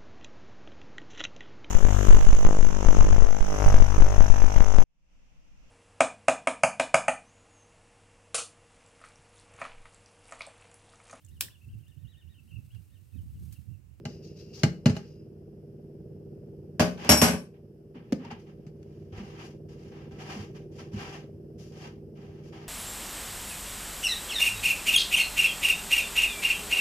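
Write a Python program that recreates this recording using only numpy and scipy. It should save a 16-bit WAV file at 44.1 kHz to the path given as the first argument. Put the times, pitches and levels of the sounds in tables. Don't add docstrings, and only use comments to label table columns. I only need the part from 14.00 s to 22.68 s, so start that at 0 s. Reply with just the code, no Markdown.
import sys
import numpy as np
from scipy import signal
from scipy.fft import rfft, irfft, next_fast_len
from scipy.io import wavfile
from scipy.ndimage import uniform_filter1d

SR = 44100
rng = np.random.default_rng(int(sys.argv[2]) if len(sys.argv) > 2 else 0)


def wav_out(sig):
    wavfile.write(sys.argv[1], SR, np.round(np.clip(np.atleast_2d(sig).T, -1, 1) * 32767).astype(np.int16))


N = 382788
T = np.arange(N) / SR

# (time [s], thump level [dB], thump
# pitch [Hz], # crack level [dB], crack t60 [s], counter ring [dB], cup ring [dB])
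PLASTIC_KNOCKS = [(0.053, -24, 163, -32, 0.064, -32, -41.5), (0.6337, -9, 151, -15, 0.066, -18.5, -28.5),
                  (0.8583, -3.5, 167, -20, 0.1, -15.5, -28.5), (0.896, -13.5, 116.7, -33, 0.13, -28, -47),
                  (0.966, -44, 200, -33.5, 0.076, -51, -41.5), (3.953, -38.5, 289.5, -60, 0.075, -38, -82),
                  (4.1236, -12, 251.3, -26, 0.026, -37, -67.5),
                  (4.1293, -25.5, 525, -29, 0.023, -31.5, -52), (4.249, -42.5, 920, -45, 0.049, -37, -75),
                  (4.312, -37.5, 870, -40, 0.086, -34, -68), (4.666, -33.5, 153.5, -52.5, 0.12, -49, -69),
                  (4.829, -57, 304, -51.5, 0.032, -66, -82)]
# (frequency [Hz], level [dB], t60 [s])
CUP_MODES = [(636.2, 2.5, 0.085), (824, -4.5, 0.15), (1185, -11.5, 0.088), (1604, -4.5, .08),
             (2047, -9, 0.042), (2320, -8, 0.02), (2924, 1.5, 0.071), (2980, -9, 0.042), (4140, 6.5, .018),
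             (5530, -10, 0.1)]
# (frequency [Hz], level [dB], t60 [s])
COUNTER_MODES = [(75.5, -9.5, 0.46), (108, -8, 0.16), (151, -5.5, .24), (178, -1.5, .52), (221, -7, .36),
                 (243, -.5, .3), (318.7, -13, 0.22), (424, -9.5, .33), (463, -14.5, 0.42),
                 (545.6, -8.5, 0.19), (598, -9.5, 0.24), (672, -16.5, .25), (748, -18.5, .22),
                 (791, -20, .3), (932, -14.5, .28), (1063, -16.5, 0.21), (1140, -16.5, .33),
                 (1290, -24, .3), (1470, -20, .3), (1540, -17.5, .26), (1793, -21, .35), (2135, -22.5, .3),
                 (2307, -17.5, .3), (2562, -19, 0.5), (2660, -15.5, .3), (2951, -17.5, 0.33)]
def plastic_taps():
    body = np.zeros((2, N))
    for s, thump_db, hz, _, _, counter_db, cup_db in PLASTIC_KNOCKS:
        add(body, s, from_db(thump_db) * thump(hz, swell_s=0.0031))
        add(body, s, from_db(cup_db) * strike(CUP_MODES, contact_hz=7000))
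        add(body, s, from_db(counter_db) * strike(COUNTER_MODES, contact_hz=380, damping=1.3))
    times, _, _, crack_db, t60s, _, _ = np.transpose(PLASTIC_KNOCKS)
    knocks = body + cracks(times, crack_db, t60s, PLASTIC_CRACK)
    return butterworth(knocks, "high", hz=88, order=5)


# (time [s], swell [s], hold [s], level [dB])
CUP_STROKES = [(.06, .02, 0.05, -60.5), (.22, .03, 0.021, -60), (.355, .04, 0.012, -57.5),
               (.45, .015, 0.079, -68.5), (.528, .016, .045, -51), (.945, 0.014, 0.0026, -57),
               (1.03, .012, 0.083, -70.5)]
# (frequency [Hz], level [dB])
SCRAPE_SPECTRUM = [(800, -23), (2000, -18), (2900, -11), (3600, -11), (4300, -2.5), (5200, -1),
                   (6500, -5.5), (7600, -18.5), (10000, -26.5), (13800, -23.5), (16000, -36.5)]
# (frequency [Hz], relative level [dB], t60 [s])
SINGING_MODES = [(2760, -9.5, .014), (5050, -6.5, .012), (13780, -28, .03)]
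def scrape(sing_db=-61, sing_follow=.35, lift_s=1.35, fade_s=0.15):
    level_db = 20 * np.log10(strokes(CUP_STROKES))
    modes = sum(from_db(db) * ring(hz, t60) for hz, db, t60 in SINGING_MODES)
    singing = rms_one(signal.fftconvolve(rng.standard_normal((1, N)), modes, axes=1)[:, :N])
    touching = np.clip((lift_s - T) / fade_s, 0, 1) * from_db(2.5 * drift(22))
    pressure = from_db(sing_db + sing_follow * (level_db - level_db.max()))
    hiss = from_db(level_db + 2 * drift(170)) * noise(SCRAPE_SPECTRUM, ripple_db=3.5)
    return hiss + touching * pressure * singing


# (time [s], counter ring [dB], contact hardness [Hz],
# crack level [dB], crack t60 [s], spoon ring [dB])
LANDINGS = [(2.7959, -14, 1500, -16.5, 0.094, -75.5), (2.803, -21.5, 1500, -23, 0.24, -76.5),
            (3.047, -31, 4000, -33, .035, -73), (3.0919, -9.5, 5000, -9, 0.18, -12),
            (3.102, -17, 3970, -20, 0.085, -16.5), (3.117, -12, 3984, -11.5, .12, -21.5),
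            (3.173, -26, 3000, -33, 0.2, -21.5), (3.216, -9, 3004, -10.5, 0.3, -13.5),
            (3.284, -28.5, 3000, -27, 0.066, -30), (3.334, -22, 3000, -53, 0.1, -49)]
# (frequency [Hz], level [dB], t60 [s])
HOLLOW_MODES = [(510, -28.5, 0.084), (616, -19.5, 0.26), (702, -20, 0.11), (754.5, -19.5, 0.1),
                (884, -23.5, .14), (1657, -25, 0.091)]
# (frequency [Hz], level [dB], t60 [s], left over right [dB])
SPOON_MODES = [(4877, -20.5, .25, 6.5), (5499, 1.5, .2, 7.5), (6695, -6.5, .2, -1), (7935, -12.5, .4, -9),
               (8415, -15.5, .3, -5), (9222, -15.5, .2, 1), (9477, -4.5, .22, -4.5),
               (11039, -11.5, .22, -6), (11347, -3.5, 0.2, -1.5), (13740, -14, .22, -9.5),
               (14210, -20, .2, -3.5), (15110, -29.5, .22, 0)]
# (frequency [Hz], level [dB])
LANDING_CRACK = [(60, -19), (150, -11), (400, -5), (900, -1), (1800, -6.5), (2700, -4.5), (3800, -14.5),
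                 (6000, -10.5), (8000, -20.5), (12000, -22.5), (14200, -28), (14800, -38), (16000, -50)]
# (time [s], gain [dB])
CHOKE = [(3.34, -4.5), (3.45, -29), (3.6, -48)]
def clatter():
    rings = np.zeros((2, N))
    times, _, _, crack_db, t60s, _ = np.transpose(LANDINGS)
    add(rings, times[0], strike(HOLLOW_MODES, contact_hz=4000))
    for s, counter_db, contact_hz, _, _, spoon_db in LANDINGS:
        add(rings, s, from_db(counter_db) * strike(COUNTER_MODES, contact_hz))
        for hz, mode_db, t60, pan_db in SPOON_MODES:
            push = rng.choice([-1, 1])
            add(rings, s, push * from_db(spoon_db + mode_db) * pan(pan_db) * ring(hz, t60))
    return gain_curve(CHOKE) * (rings + cracks(times, crack_db, t60s, LANDING_CRACK))


# (time [s], swell [s], hold [s], level [dB], brightness [dB])
COUNTER_SLIDES = [(.555, .028, 0.036, -64.5, 1), (.945, 0.0075, 0.0028, -54, -7),
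                  (2.97, 0.092, 0.035, -44.5, -10.5), (3.535, 0.0053, 0.0053, -69.5, -29),
                  (3.94, 0.014, .03, -59, -32), (4.03, .012, .07, -72, -14),
                  (4.19, .06, 0.022, -54.5, -21.5), (4.298, 0.0074, .006, -48, -22),
                  (4.385, .012, 0.0063, -68.5, -0.5), (4.455, 0.017, 0.029, -65, -13),
                  (4.56, 0.024, 0.11, -79, -10), (4.75, 0.16, .22, -76.5, -3.5)]
# (time [s], swell [s], hold [s], level [dB], brightness [dB])
SLIPPER_SCUFFS = [(5.12, 0.061, 0.023, -52, -11.5), (5.205, .028, 0.076, -59.5, -6.5),
                  (5.312, 0.092, .025, -53, -10.5), (5.413, 0.037, 0.021, -60, -1.5),
                  (5.681, .012, 0.046, -67.5, -2), (5.757, 0.097, 0.031, -66, -3.5),
                  (5.909, .012, .14, -61, -13), (6.105, .012, 0.077, -62, -9),
                  (6.179, .025, 0.028, -50.5, -7.5), (6.246, 0.058, 0.046, -47.5, -8),
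                  (6.359, 0.014, 0.064, -55, -4.5), (6.538, .02, 0.017, -61, -6.5),
                  (6.71, 0.053, .015, -66.5, 2), (6.775, 0.018, 0.012, -53, -7),
                  (6.912, 0.03, .03, -60, -4), (6.956, 0.038, 0.17, -47.5, -9),
                  (7.577, 0.021, 0.081, -69.5, 7.5), (7.715, 0.081, 0.051, -58.5, -3.5),
                  (7.832, .015, 0.0085, -52.5, -10), (8.148, .025, 0.26, -65.5, -9.5),
                  (8.429, .012, 0.049, -70, 1), (8.519, .014, .14, -57, -10.5)]
# (frequency [Hz], level [dB])
FRICTION_SPECTRUM = [(90, -9), (250, 1), (560, 0), (760, 6.5), (1100, -0.5), (1900, -2), (2800, -1.5),
                     (3900, -16), (5500, -7.5), (6800, -12.5), (8000, -23.5), (12500, -23), (15000, -40.5)]
def rubbing(body_db=5.0, treble_db=2.0, split_hz=4000):
    surface = noise(FRICTION_SPECTRUM, ripple_db=3.2, ripple_hz=60)
    friction = surface * from_db(drift(180) + drift(35))
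    low = rms_one(butterworth(friction, "low", split_hz, order=4))
    high = rms_one(butterworth(friction, "high", split_hz, order=4))
    rows = [*COUNTER_SLIDES, *SLIPPER_SCUFFS]
    body = strokes([(*timing, db + body_db) for *timing, db, _ in rows])
    treble = strokes([(*timing, db + bright_db + treble_db) for *timing, db, bright_db in rows])
    return body * low + treble * high


# (time [s], level [dB], pitch [Hz])
HEEL_THUDS = [(5.126, -35.5, 95.7), (5.197, -32.5, 206), (5.173, -31, 64.8), (6.362, -32.5, 215),
              (6.397, -36, 106.5), (6.933, -30.5, 112), (6.94, -30, 212), (6.96, -30.5, 88.5)]
def footfalls():
    thuds = np.zeros(N)
    for s, db, hz in HEEL_THUDS:
        add(thuds, s, from_db(db) * thump(hz, swell_s=0.0047))
    return thuds


# (harmonic [multiple of the turn rate], relative level [dB])
FAN_HARMONICS = [(1, -41.5), (2, -33.5), (3, -9.5), (4, -16), (5, -3), (6, -9), (7, -6.5), (8, 4),
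                 (9, -13.5), (10, -5), (11, -7), (12, -5.5), (13, -8), (14, -28.5), (15, -19.5),
                 (16, -14.5), (17, -3), (18, -22.5), (19, -9.5), (20, -26), (21, 1), (22, -24.5), (23, -9),
                 (24, -14.5), (25, -12), (26, -15), (31, -16.5), (36, -27.5)]
# (frequency [Hz], level [dB])
AIR_SPECTRUM = [(20, -27.5), (50, -6), (110, -0.5), (200, -2.5), (275, -13), (355, -0.5), (420, -8),
                (470, -5), (600, -16.5), (800, -26.5), (1100, -42), (2000, -52.5), (5000, -74.5)]
# (time [s], level [dB])
FAN_LOUDNESS = [(0, -45.5), (1.5, -46), (2.3, -43.5), (3.7, -47.5), (5.3, -43.5), (6.5, -42.5), (7.5, -44),
                (8.68, -44)]
def fan(turn_hz=18.91, wander=.0012, throb=.55, rush_db=-5.0, hum_db=-2.0, width_rad=0.16):
    turns = np.cumsum(turn_hz * (1 + wander * drift(3))) / SR
    one_turn = np.arange(2048) / 2048
    orders, order_db = np.transpose(FAN_HARMONICS)
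    phases = 2 * np.pi * rng.random(len(orders))
    stereo_shift = width_rad * rng.standard_normal(len(orders)) * [[1], [-1]]
    lines = np.zeros((2, len(one_turn) // 2 + 1), complex)
    lines[:, np.round(orders).astype(int)] = from_db(order_db) * np.exp(1j * (phases + stereo_shift))
    hum = rms_one(np.array([np.interp(turns % 1, one_turn, cycle) for cycle in irfft(lines)]))
    rush = rms_one(noise(AIR_SPECTRUM) * np.exp(throb * np.cos(2 * np.pi * turns)))
    return gain_curve(FAN_LOUDNESS) * (from_db(hum_db) * hum * pan(-0.72) + from_db(rush_db) * rush)


# (frequency [Hz], level [dB])
ECHO_SPECTRUM = [(60, -3.5), (200, 1.5), (600, 0), (2000, -3), (6000, -5), (12000, -4), (16000, -8.5)]
def kitchen_echo(sound, t60=0.27, build_s=.008):
    age = T[:SR]
    build_up = 1 - np.exp(-(age / build_s) ** 2)
    tail = noise(ECHO_SPECTRUM, size=SR) * from_db(-60 * age / t60) * build_up
    return signal.fftconvolve(sound, tail / np.sqrt(np.sum(tail ** 2) / 2), axes=1)[:, :N]


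# (frequency [Hz], level [dB])
HISS_SPECTRUM = [(500, 4.5), (1500, 5.5), (2200, -1), (2800, 4), (3900, -9.5), (5200, 2.5), (6500, -8),
                 (9000, -6), (12000, -1.5), (16000, -9)]
def background_hiss():
    return from_db(-75.5) * noise(HISS_SPECTRUM)


# (frequency [Hz], correlation [-1 to 1])
PORT_LIKENESS = [(60, 0.99), (150, 0.95), (300, 1), (600, 0.43), (1100, -0.074), (2500, 0.039), (8000, 0),
                 (15000, -0.16)]
# (frequency [Hz], left over right [dB])
PORT_BALANCE = [(60, -1.5), (200, -2), (1000, 2), (2600, -1.5), (4800, 7.5), (7500, 1), (10000, 0),
                (15000, -5)]
def noise(spectrum, size=N, ripple_db=0., ripple_hz=44.95):
    padded = next_fast_len(size, True)
    mid, side = rfft(rng.standard_normal((2, padded)))
    hz = np.fft.rfftfreq(padded, 1 / SR)
    ripple = ripple_db * np.interp(hz / ripple_hz, np.arange(2000), rng.standard_normal(2000))
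    alike = np.clip(over_frequency(PORT_LIKENESS, hz), -.99, .99)
    stereo = np.sqrt(1 + alike) * mid + np.sqrt(1 - alike) * side * [[1], [-1]]
    colour = from_db(over_frequency(spectrum, hz) + ripple)
    balance = pan(over_frequency(PORT_BALANCE, hz))
    return rms_one(irfft(stereo * colour * balance, padded)[:, :size])


# (frequency [Hz], level [dB])
PLASTIC_CRACK = [(150, 15.5), (400, 11), (800, -4), (1400, 1), (2800, 1), (3600, -9.5), (4600, -3),
                 (6500, -4.5), (9000, -19), (13000, -25), (16000, -38.5)]
def cracks(times, levels_db, t60s, spectrum):
    envelope = np.zeros(N)
    for s, db, t60 in zip(times, levels_db, t60s):
        add(envelope, s, from_db(db - 60 * T[:SR] / t60))
    return envelope * noise(spectrum, ripple_db=2.5)


def thump(hz, swell_s):
    age = T[:SR] / swell_s
    return np.sin(2 * np.pi * hz * T[:SR]) * age * np.exp(1 - age)


def ring(hz, t60, lag_s=0.00006):
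    age = T[:SR // 2]
    phase = np.minimum(np.pi * hz * lag_s, np.pi / 4) * np.array([[1], [-1]])
    return np.sin(2 * np.pi * hz * age + phase) * from_db(-60 * age / t60)


def strike(modes, contact_hz, damping=1):
    sound = 0
    for k, (hz, db, t60) in enumerate(modes):
        height = from_db(db + rng.normal()) / (1 + (hz / contact_hz) ** 2)
        sound += (-1) ** k * height * ring(hz, t60 / damping)
    return sound


def strokes(rows, catch_s=.008, swell_db=10, sag_db_per_s=17.5, release_db_per_s=190):
    power = np.zeros(N)
    age = T[:SR]
    catch = np.minimum(age / catch_s, 1)
    for s, swell_s, hold_s, db in rows:
        swell = swell_db * np.minimum(age / max(swell_s, catch_s / 2) - 1, 0)
        sag = sag_db_per_s * np.maximum(age - swell_s, 0)
        release = release_db_per_s * np.maximum(age - swell_s - hold_s, 0)
        add(power, s, (catch * from_db(db + swell - sag - release)) ** 2)
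    return np.sqrt(power + 1e-12)


def from_db(db):
    return 10 ** (np.asarray(db) / 20)


def rms_one(x):
    return x / np.sqrt(np.mean(x ** 2) + 1e-20)


def butterworth(x, kind, hz, order):
    return signal.sosfilt(signal.butter(order, hz, kind, fs=SR, output="sos"), x)


def gain_curve(points):
    return from_db(np.interp(T, *np.transpose(points)))


def over_frequency(points, hz):
    table_hz, values = np.transpose(points)
    return np.interp(np.log(hz + 1e-3), np.log(table_hz), values)


def pan(db):
    return from_db(np.array([[.5], [-.5]]) * db)


def drift(rate_hz):
    return np.interp(T * rate_hz, np.arange(8000), rng.standard_normal(8000))


def add(track, s, sound):
    start = round(s * SR)
    track[..., start:start + sound.shape[-1]] += sound[..., :N - start]


def scene():
    cup = plastic_taps() + scrape()
    landings = clatter()
    steps = footfalls()
    echo = kitchen_echo(from_db(-13.0) * cup + from_db(-8.5) * landings + from_db(-6.5) * steps)
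    return cup + landings + steps + echo + rubbing() + fan() + background_hiss()


def record(dry, threshold_db=-12.0, release_db_per_s=0.5, attack_s=0.0055, top_hz=15400):
    heard = butterworth(dry, "high", hz=48, order=3)
    power = uniform_filter1d(np.mean(heard ** 2, axis=0), size=441)
    over_db = np.maximum(10 * np.log10(np.abs(power) + 1e-12) - threshold_db, 0)
    held_db = np.maximum.accumulate(over_db + release_db_per_s * T) - release_db_per_s * T
    pole = np.exp(-1 / (attack_s * SR))
    duck_db = signal.lfilter([1 - pole], [1, -pole], held_db)
    clipped = np.clip(heard * from_db(-duck_db), -.88, .88)
    return signal.sosfilt(signal.ellip(10, .1, 80, top_hz, fs=SR, output="sos"), clipped)


dry = scene()
out = record(dry)
wav_out(out)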